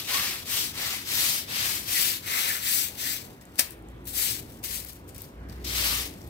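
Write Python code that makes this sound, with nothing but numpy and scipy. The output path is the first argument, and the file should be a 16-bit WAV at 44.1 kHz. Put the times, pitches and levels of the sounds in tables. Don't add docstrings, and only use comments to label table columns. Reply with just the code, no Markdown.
import sys
import numpy as np
from scipy import signal
from scipy.fft import rfft, irfft
from scipy.io import wavfile
from scipy.ndimage import uniform_filter1d

SR = 44100
rng = np.random.default_rng(int(sys.argv[2]) if len(sys.argv) > 2 else 0)


def gain_from_decibels(decibels):
    exponent = np.asarray(decibels, float) / 20
    return 10 ** exponent


def file_out(sig):
    cols = np.atleast_2d(sig).T
    lim = np.clip(cols, -1, 1)
    pcm = np.round(lim * 32767).astype(np.int16)
    wavfile.write(sys.argv[1], SR, pcm)


N = 277477
TIME = np.arange(N) / SR
FRAME, HOP = 256, 64


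def evened(x):
    return x / np.sqrt(np.mean(x ** 2) + 1e-20)


def read_curve(points, hz):
    f, value = np.transpose(points)
    return np.interp(np.log(hz + 1), np.log(f + 1), value)


def read_time(points, t):
    return np.interp(t, *np.transpose(points))


def drift(shape, *sizes):
    field = rng.standard_normal(shape)
    for axis, size in enumerate(sizes):
        for _ in range(2):
            field = uniform_filter1d(field, size, axis)
    return evened(field)


def slow_wander(per_s):
    points = drift(N // 32 + 2, max(int(SR / 64 / per_s), 1))
    return np.interp(np.arange(N) / 32, np.arange(len(points)), points)


def hump(hz, low_hz, high_hz):
    return 1 / (1 + (low_hz / (hz + 1)) ** 8) / (1 + (hz / high_hz) ** 8)


def burst(t, s, db, rise, t60):
    climb_db = 10 * (t - s) / rise
    decay_db = -60 * (t - s) / t60
    return gain_from_decibels(np.maximum(db + np.where(t < s, climb_db, decay_db), -200))


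def arch(t, start, length, crest):
    u = np.clip((t - start) / length, 0, 1) ** (np.log(.5) / np.log(crest))
    return abs(np.sin(np.pi * u)) + 1e-9, u


def sides(db):
    return gain_from_decibels(np.array([db / 2, -db / 2]))


def add(mix, s, sound):
    part = mix[:, round(s * SR):][:, :sound.shape[1]]
    part += sound[:, :part.shape[1]]


# (frequency [Hz], level per Hz [dB])
STREET_COLOUR = [(25, -44), (45, -34), (75, 2), (125, -5), (160, -7.5), (260, -6), (420, -11.5), (700, -17),
                 (1100, -18), (2000, -21.5), (3500, -28.5), (4500, -34), (10000, -44), (15800, -55)]
# (frequency [Hz], likeness [-1 to 1])
STREET_LIKENESS = [(60, 1), (180, 0.88), (300, 0.91), (600, 0.46), (1500, 0.97), (5000, 0.17)]
# (frequency [Hz], lead [radians])
STREET_LEAD = [(150, .05), (340, 0.12), (600, 1.14), (1000, 1.83)]
# (time [s], level [dB])
TRAFFIC_SWELL = [(0, -44.5), (2.1, -44.5), (2.3, -47.5), (3.3, -44), (3.4, -48.5), (4.4, -42), (4.9, -47),
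                 (5.78, -40.5), (6.29, -43)]


def street():
    rasp_db = 1
    frames = N // 256 + 5
    hz = np.fft.rfftfreq(1024, 1 / SR)[:, None]
    t = np.arange(frames) * 256 / SR
    a, b, c, d = rng.standard_normal((frames, 513, 4)).T
    left, other = a + 1j * b, c + 1j * d
    same = np.clip(read_curve(STREET_LIKENESS, hz), -1, 1)
    delayed = left * np.exp(-1j * read_curve(STREET_LEAD, hz))
    z = np.array([left, same * delayed + np.sqrt(1 - same ** 2) * other])
    swell_db = read_time(TRAFFIC_SWELL, t) + 49
    field_db = read_curve(STREET_COLOUR, hz) + hump(hz, 5, 1070) * swell_db
    field_db = field_db + hump(hz, 330, 1900) * rasp_db
    z *= gain_from_decibels(field_db + 1.53 * drift((513, frames), 3, 10))
    noise = signal.istft(z, nperseg=1024, noverlap=768)[1][:, :N]
    return gain_from_decibels(-46) * evened(noise)


# (start [s], length [s], load [dB], top firing rate [Hz])
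REVS = [
    (3.66, 0.684, -47, 56.8),
    (4.43, 0.55, -51.5, 57.95),
    (4.744, 0.59, -52, 60.06),
    (5.299, .86, -38, 60.76),
    (6.192, 0.37, -48, 56.92),
]
# (multiple of firing rate, level [dB])
PIPE = [(1, 0.5), (1.5, -15.5), (2, -15), (3, -13), (4, -21.5), (6, -21.5)]


def engine():
    load_db, sag_hz = 15.5, 3
    start, length, db, top_hz = np.transpose(REVS)[:, :, None]
    throttle = arch(TIME, start, length, .48)[0]
    load = gain_from_decibels(db + load_db * np.log10(throttle))
    hz = (load * (top_hz - sag_hz * (1 - throttle))).sum(0) / load.sum(0)
    turns = np.cumsum(hz * (1 + .025 * slow_wander(8.94))) / SR
    orders = np.zeros(N)
    for k, order_db in PIPE:
        waver_db = (-0.5 + 1.1 * k) * slow_wander(3.4)
        orders += gain_from_decibels(order_db + waver_db) * np.cos(2 * np.pi * (k * turns + rng.random()))
    return gain_from_decibels(2.0) * load.sum(0) * orders


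# (frequency [Hz], time to fall 60 dB [s])
WALLS = [(300, 0.25), (2000, 0.42), (6000, 0.22), (15000, 0.25)]


def walls(x):
    taps = np.zeros((2, SR // 2))
    at = np.arange(200, SR // 2 - 20, 20) + rng.integers(0, 20, (2, (SR // 2 - 201) // 20))
    np.put_along_axis(taps, at, rng.choice([-1., 1.], at.shape), 1)
    hz, t, z = signal.stft(taps, SR, nperseg=FRAME)
    decay = gain_from_decibels(-60 * t / read_curve(WALLS, hz)[:, None])
    tail = signal.istft(z * decay, SR, nperseg=FRAME)[1]
    return signal.fftconvolve(x, tail / np.linalg.norm(tail[0]), axes=1)[:, :N]


# (start [s], length [s], start pitch [Hz], end pitch [Hz], width [Hz], level [dB])
SQUEAKS = [(.1, 0.132, 1000, 1220, 118.8, -36), (.49, .17, 2800, 3310, 1200, -36.5),
           (1.119, 0.28, 1800, 2200, 700, -43), (1.93, 0.089, 2050, 1780, 129.6, -33.5),
           (2.28, 0.15, 2000, 2080, 350, -37), (2.44, 0.128, 1850, 1750, 300, -37.5),
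           (2.62, 0.113, 1940, 1900, 356, -39), (3.01, .12, 1800, 2010, 350, -39),
           (5.88, 0.13, 1160, 1200, 132.4, -43), (4.64, 0.024, 1940, 2270, 111.1, -48),
           (5.3, 0.42, 1300, 2220, 756, -58.5), (3.8, 0.29, 3130, 3560, 760, -69)]


def squeaks():
    out = np.zeros((2, N))
    for s, length, start_hz, end_hz, width_hz, db in SQUEAKS:
        u = np.clip(TIME[:20000] / length, 0, 1)
        noise = rng.standard_normal((2, 20000)) + 1j * rng.standard_normal((2, 20000))
        r = np.exp(-np.pi * width_hz / SR)
        narrow = signal.lfilter([1], [1, -2 * r, r * r], noise)
        turns = np.cumsum(start_hz + (end_hz - start_hz) * u) / SR
        carried = (narrow * np.exp(2j * np.pi * turns)).real
        add(out, s, gain_from_decibels(db) * np.sin(np.pi * u) * evened(carried))
    return out


# (time [s], lead [samples], likeness of sides [0-1])
LEAD = [(.1, 3, .65), (.6, 5, .55), (1.2, 8, .55), (1.5, 12, .35), (1.75, 16, .45), (1.95, 21, .75),
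        (2.3, 22.5, 1), (3.2, 22.5, 1), (4.4, 21.5, .9), (5.3, 19, .6), (5.7, 12, .55), (6, 8, .5)]


def slips(per_s, spread_db, count=N, start=0):
    size = gain_from_decibels(spread_db * np.minimum(rng.exponential(1, (3, count)), 5))
    size = size * (rng.random((3, count)) < per_s / SR)
    near, other, hidden = evened(size * rng.standard_normal((3, count)))
    s, samples, alike = np.transpose(LEAD)
    t = start + TIME[:count]
    alike = np.interp(t, s, alike)
    late = near[np.arange(count) - np.interp(t, s, samples).astype(int)]
    return np.array([near, alike * late + np.sqrt(1 - alike ** 2) * hidden, other])


# (frequency [Hz], share [0-1])
SHARED = [(500, .9), (1200, .85), (2500, .75), (5000, .45), (15000, .35)]
# (frequency [Hz], left-right difference [dB])
SHADE = [(300, 1.5), (1200, -1), (2000, 2.5), (3000, 4), (4300, 5.5), (5500, 6), (7000, 6.5), (8300, 10.5),
         (9500, 5), (11500, 6.5), (13000, 10.5), (15700, 13.5)]


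def pair(hz, z, colour_db):
    gain = gain_from_decibels(colour_db)
    band = ((hz > 2600) & (hz < 9000)).ravel()
    gain = gain / np.sqrt((gain[band] ** 2).sum(0) / len(hz))
    shared = np.clip(read_curve(SHARED, hz), 0, 1)
    shade = gain_from_decibels(read_curve(SHADE, hz) / 2)
    right = shared * z[1] + np.sqrt(1 - shared ** 2) * z[2]
    return gain * np.array([z[0] * shade, right / shade])


def coloured(x, colour):
    hz = np.fft.rfftfreq(x.shape[1], 1 / SR)
    return irfft(pair(hz, rfft(x), read_curve(colour, hz)))


# (crest time [s], level [dB], rise [s], time to fall 60 dB [s])
SLAP_WAVES = [
    (3.583, -39.5, .003, .03),
    (3.59, -24.5, 0.0027, 0.053),
    (3.594, -15, 0.0018, 0.042),
    (3.607, -25.5, 0.0032, 0.052),
    (3.63, -53, .005, 0.164),
]
# (frequency [Hz], level per Hz [dB])
SLAP_COLOUR = [(80, -30), (200, -7.5), (400, -13), (680, -1), (1000, -8.5), (2300, -3), (3200, -6),
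               (4700, 2), (6500, -4.5), (8400, -2.5), (12700, -1.5), (15800, -7)]


def slap():
    out, start = np.zeros((2, N)), 3.5
    t = start + TIME[:16384]
    shape = np.sqrt(sum(burst(t, *wave) ** 2 for wave in SLAP_WAVES))
    add(out, start, coloured(slips(35000, 0.62, count=16384, start=start) * shape, SLAP_COLOUR))
    return out * sides(1.5)[:, None]


# (time [s], peak level [dB], pitch [Hz], left-right difference [dB])
FLICKS = [(3.4136, -43, 8120, 7.5), (3.4531, -39, 9000, 7.5), (3.5553, -48, 12600, 9.5),
          (3.707, -27.5, 12000, 9), (3.72, -33, 11000, 8), (3.7903, -49, 11400, 5.5),
          (3.8237, -47, 11000, 5.5), (3.8856, -40, 9000, -7), (4.044, -45.5, 12500, 5),
          (4.0547, -37, 12000, 12), (4.0653, -41, 14600, 8), (4.0752, -25, 15300, 12),
          (4.5027, -44, 15500, 7), (4.5214, -38, 13000, 7), (4.6382, -31, 13000, 10),
          (4.645, -24, 12550, 7), (4.8474, -24.5, 15000, 11), (4.8858, -28.5, 14300, 11),
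          (4.931, -31, 13500, 7), (4.9571, -36, 14900, 4), (5.0903, -40, 9400, 10), (5.1462, -33, 10700, 7),
          (5.1611, -36, 11100, 8), (5.1801, -29, 13000, 8), (5.2185, -24, 14500, 8), (5.497, -40, 5600, 10),
          (5.5263, -43, 4900, 4), (5.648, -32, 5440, 9), (6.2168, -40, 6500, 7), (6.2751, -37, 14220, 4)]


def flicks():
    out, t = np.zeros((2, N)), TIME[:4096]
    since = t - np.array([[0], [.0005]]) - .01
    for s, db, hz, pan_db in FLICKS:
        turns = np.maximum(min(hz, 14500) * since, 0)
        snap = turns * np.exp(1 - turns / 1.05) * np.sin(2 * np.pi * turns * (1 - .03 * turns))
        grains = slips(25000, 1.6, count=4096, start=s) * burst(t, .0105, -20, 0.0004, 0.018)
        rustle = coloured(grains, [(hz / 4, -12), (hz, 0)])
        both = 1.15 * snap * sides(pan_db)[:, None] + rustle * sides(pan_db - 6)[:, None]
        add(out, s - .0095, gain_from_decibels(db) * both)
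    return out


# (start [s], length [s], level [dB], crest [share of length], lie of the stems [dB: flat +, steep -])
STROKES = [(0.071, 0.4, -30.5, 0.23, 2), (0.439, .3, -31.5, 0.45, -2), (.72, 0.35, -34.5, 0.41, 2.5),
           (1.03, .44, -28.5, 0.47, -2), (1.461, 0.42, -31.5, 0.42, 1), (1.85, 0.37, -28.5, 0.41, -0.5),
           (2.219, 0.44, -32, 0.44, 4), (2.591, 0.34, -30.5, 0.43, -1), (2.949, 0.28, -34.5, 0.45, -0.5),
           (4.121, 0.28, -31.5, 0.43, -1.5), (4.67, 0.19, -39, 0.38, -1.5), (5.633, .48, -30, 0.47, 0.5)]
# (start [s], level [dB], hold [s], time to fall 60 dB [s])
RUSTLES = [(0, -36.5, .002, 0.23), (0.046, -42.5, 0.024, .1), (0.377, -51, 1.4, .3),
           (1.604, -52.5, 1.38, .3), (3.196, -48, .01, 0.38), (3.3, -60.5, 0.0089, .3),
           (3.411, -61, .005, .15), (3.45, -71, .05, 0.52), (3.52, -69, .03, .1), (3.557, -59, .03, .1),
           (3.618, -50, 0.0069, 0.12), (3.699, -57, 0.022, 0.12), (4.056, -53, .012, .1),
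           (4.073, -44, .01, .6), (4.15, -44, 0.023, 0.22), (4.365, -44.5, .033, .06), (4.42, -60, .1, 1),
           (4.631, -49, .01, .1), (4.64, -37, .012, 0.24), (4.862, -53, .02, .2),
           (4.887, -52.5, 0.011, 0.17), (4.915, -59, .015, .4), (5.081, -58, .018, 0.17),
           (5.147, -55.5, .05, .2), (5.194, -55.5, 0.024, 0.35), (5.489, -58.5, 0.0088, 0.13),
           (5.52, -61.5, 0.16, 0.68), (5.646, -41.5, .06, .3), (6.045, -47.5, .02, 0.33),
           (6.12, -61.5, 0.056, 2)]


def hand():
    speed_db, spray_speed_db = 25.5, 4
    ring_sag_db, spray_gain_db = -1.5, 2
    rustle_lie_db, rustle_spray_db = -1.5, -0.5
    idle_db = -76.5
    t = TIME[::32]
    start, length, db, crest, lie_db = np.transpose(STROKES)[:, :, None]
    speed, u = arch(t, start, length, crest)
    sweeps = gain_from_decibels(db + speed_db * np.log10(speed)) ** 2
    rustles = np.zeros(len(t))
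    for s, rustle_db, hold, t60 in RUSTLES:
        rising = burst(t, s, rustle_db, .003, 99)
        falling = burst(t, s + hold, rustle_db, 99, t60)
        rustles += np.minimum(rising, falling) ** 2
    power = sweeps.sum(0) + rustles + gain_from_decibels(idle_db) ** 2
    lie_db = lie_db + ring_sag_db * (u - .5)
    lie_db = ((sweeps * lie_db).sum(0) + rustles * rustle_lie_db) / power
    spray_db = spray_gain_db * (u - .5) + spray_speed_db * np.log10(speed)
    spray_db = ((sweeps * spray_db).sum(0) + rustles * rustle_spray_db) / power
    return t, 10 * np.log10(power), lie_db, spray_db


# (frequency [Hz], level per Hz [dB])
TWIG_COLOUR = [(300, -14.5), (700, -11.5), (1200, -7.5), (1600, -8), (2100, -3.5), (2900, -2), (4300, -1),
               (5600, -1.5), (7000, -4), (8300, -2), (10000, -4.5), (11800, 0), (13500, -2.5), (15800, -5)]
# (time [s], slurry spray [dB])
WET = [(0, -5.5), (.3, -5), (.6, -2), (.85, -5), (1.3, -1.5), (1.6, -6), (1.8, .5), (2.3, -2), (2.75, 3),
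       (3.1, -1), (3.5, -0.5), (4.1, 5.5), (4.3, 0.5), (4.8, 2.5), (5.2, 1), (5.7, -5), (6, -3.5),
       (6.29, 1)]


def strokes():
    s, level_db, lie_db, spray_db = hand()
    level_db = np.interp(TIME, s, level_db)
    light = np.clip((-40.5 - level_db) / 16, 0, 1)
    sparse = .06 + .34 * light
    grit = np.sqrt(1 - sparse) * slips(30000, 0.9) + np.sqrt(sparse) * slips(2500, 2.4)
    chatter_db = (.7 + 1.6 * light) * slow_wander(60)
    pan_db = -1.5 + 0.0945 * np.interp(TIME, *np.transpose(LEAD)[:2])
    grit *= gain_from_decibels(level_db + chatter_db + 1.5) * sides(pan_db)[[0, 1, 1]]
    hz, t, z = signal.stft(grit, SR, nperseg=FRAME, noverlap=FRAME - HOP)
    hz = hz[:, None]
    drag_db = hump(hz, 300, 1270) * np.interp(t, s, 1.38 * lie_db - 1.5)
    ring_db = hump(hz, 1200, 2860) * np.interp(t, s, lie_db + 1.0)
    wet_db = hump(hz, 6340, 30000) * (read_time(WET, t) + np.interp(t, s, spray_db))
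    patchy_db = 1.16 * drift(z.shape[1:], 4, 12)
    z = pair(hz, z, read_curve(TWIG_COLOUR, hz) + drag_db + ring_db + wet_db + patchy_db)
    return signal.istft(z, SR, nperseg=FRAME, noverlap=FRAME - HOP)[1][:, :N]


def scene():
    broom = strokes() + flicks() + slap() + squeaks()
    return street() + engine() + gain_from_decibels(-10.5) * walls(broom) + broom


def band_limit(x):
    return signal.sosfilt(signal.butter(12, 17020, fs=SR, output="sos"), x)


def record(dry):
    rounded = .85 * np.tanh(dry / .85)
    low_cut = signal.sosfilt(signal.butter(3, 42, "high", fs=SR, output="sos"), rounded)
    top_cut = signal.firwin(301, 15760, window=("kaiser", 9), fs=SR)
    mix = signal.oaconvolve(low_cut, top_cut[None], "same")
    return band_limit(mix)


dry = scene()
out = record(dry)
file_out(out)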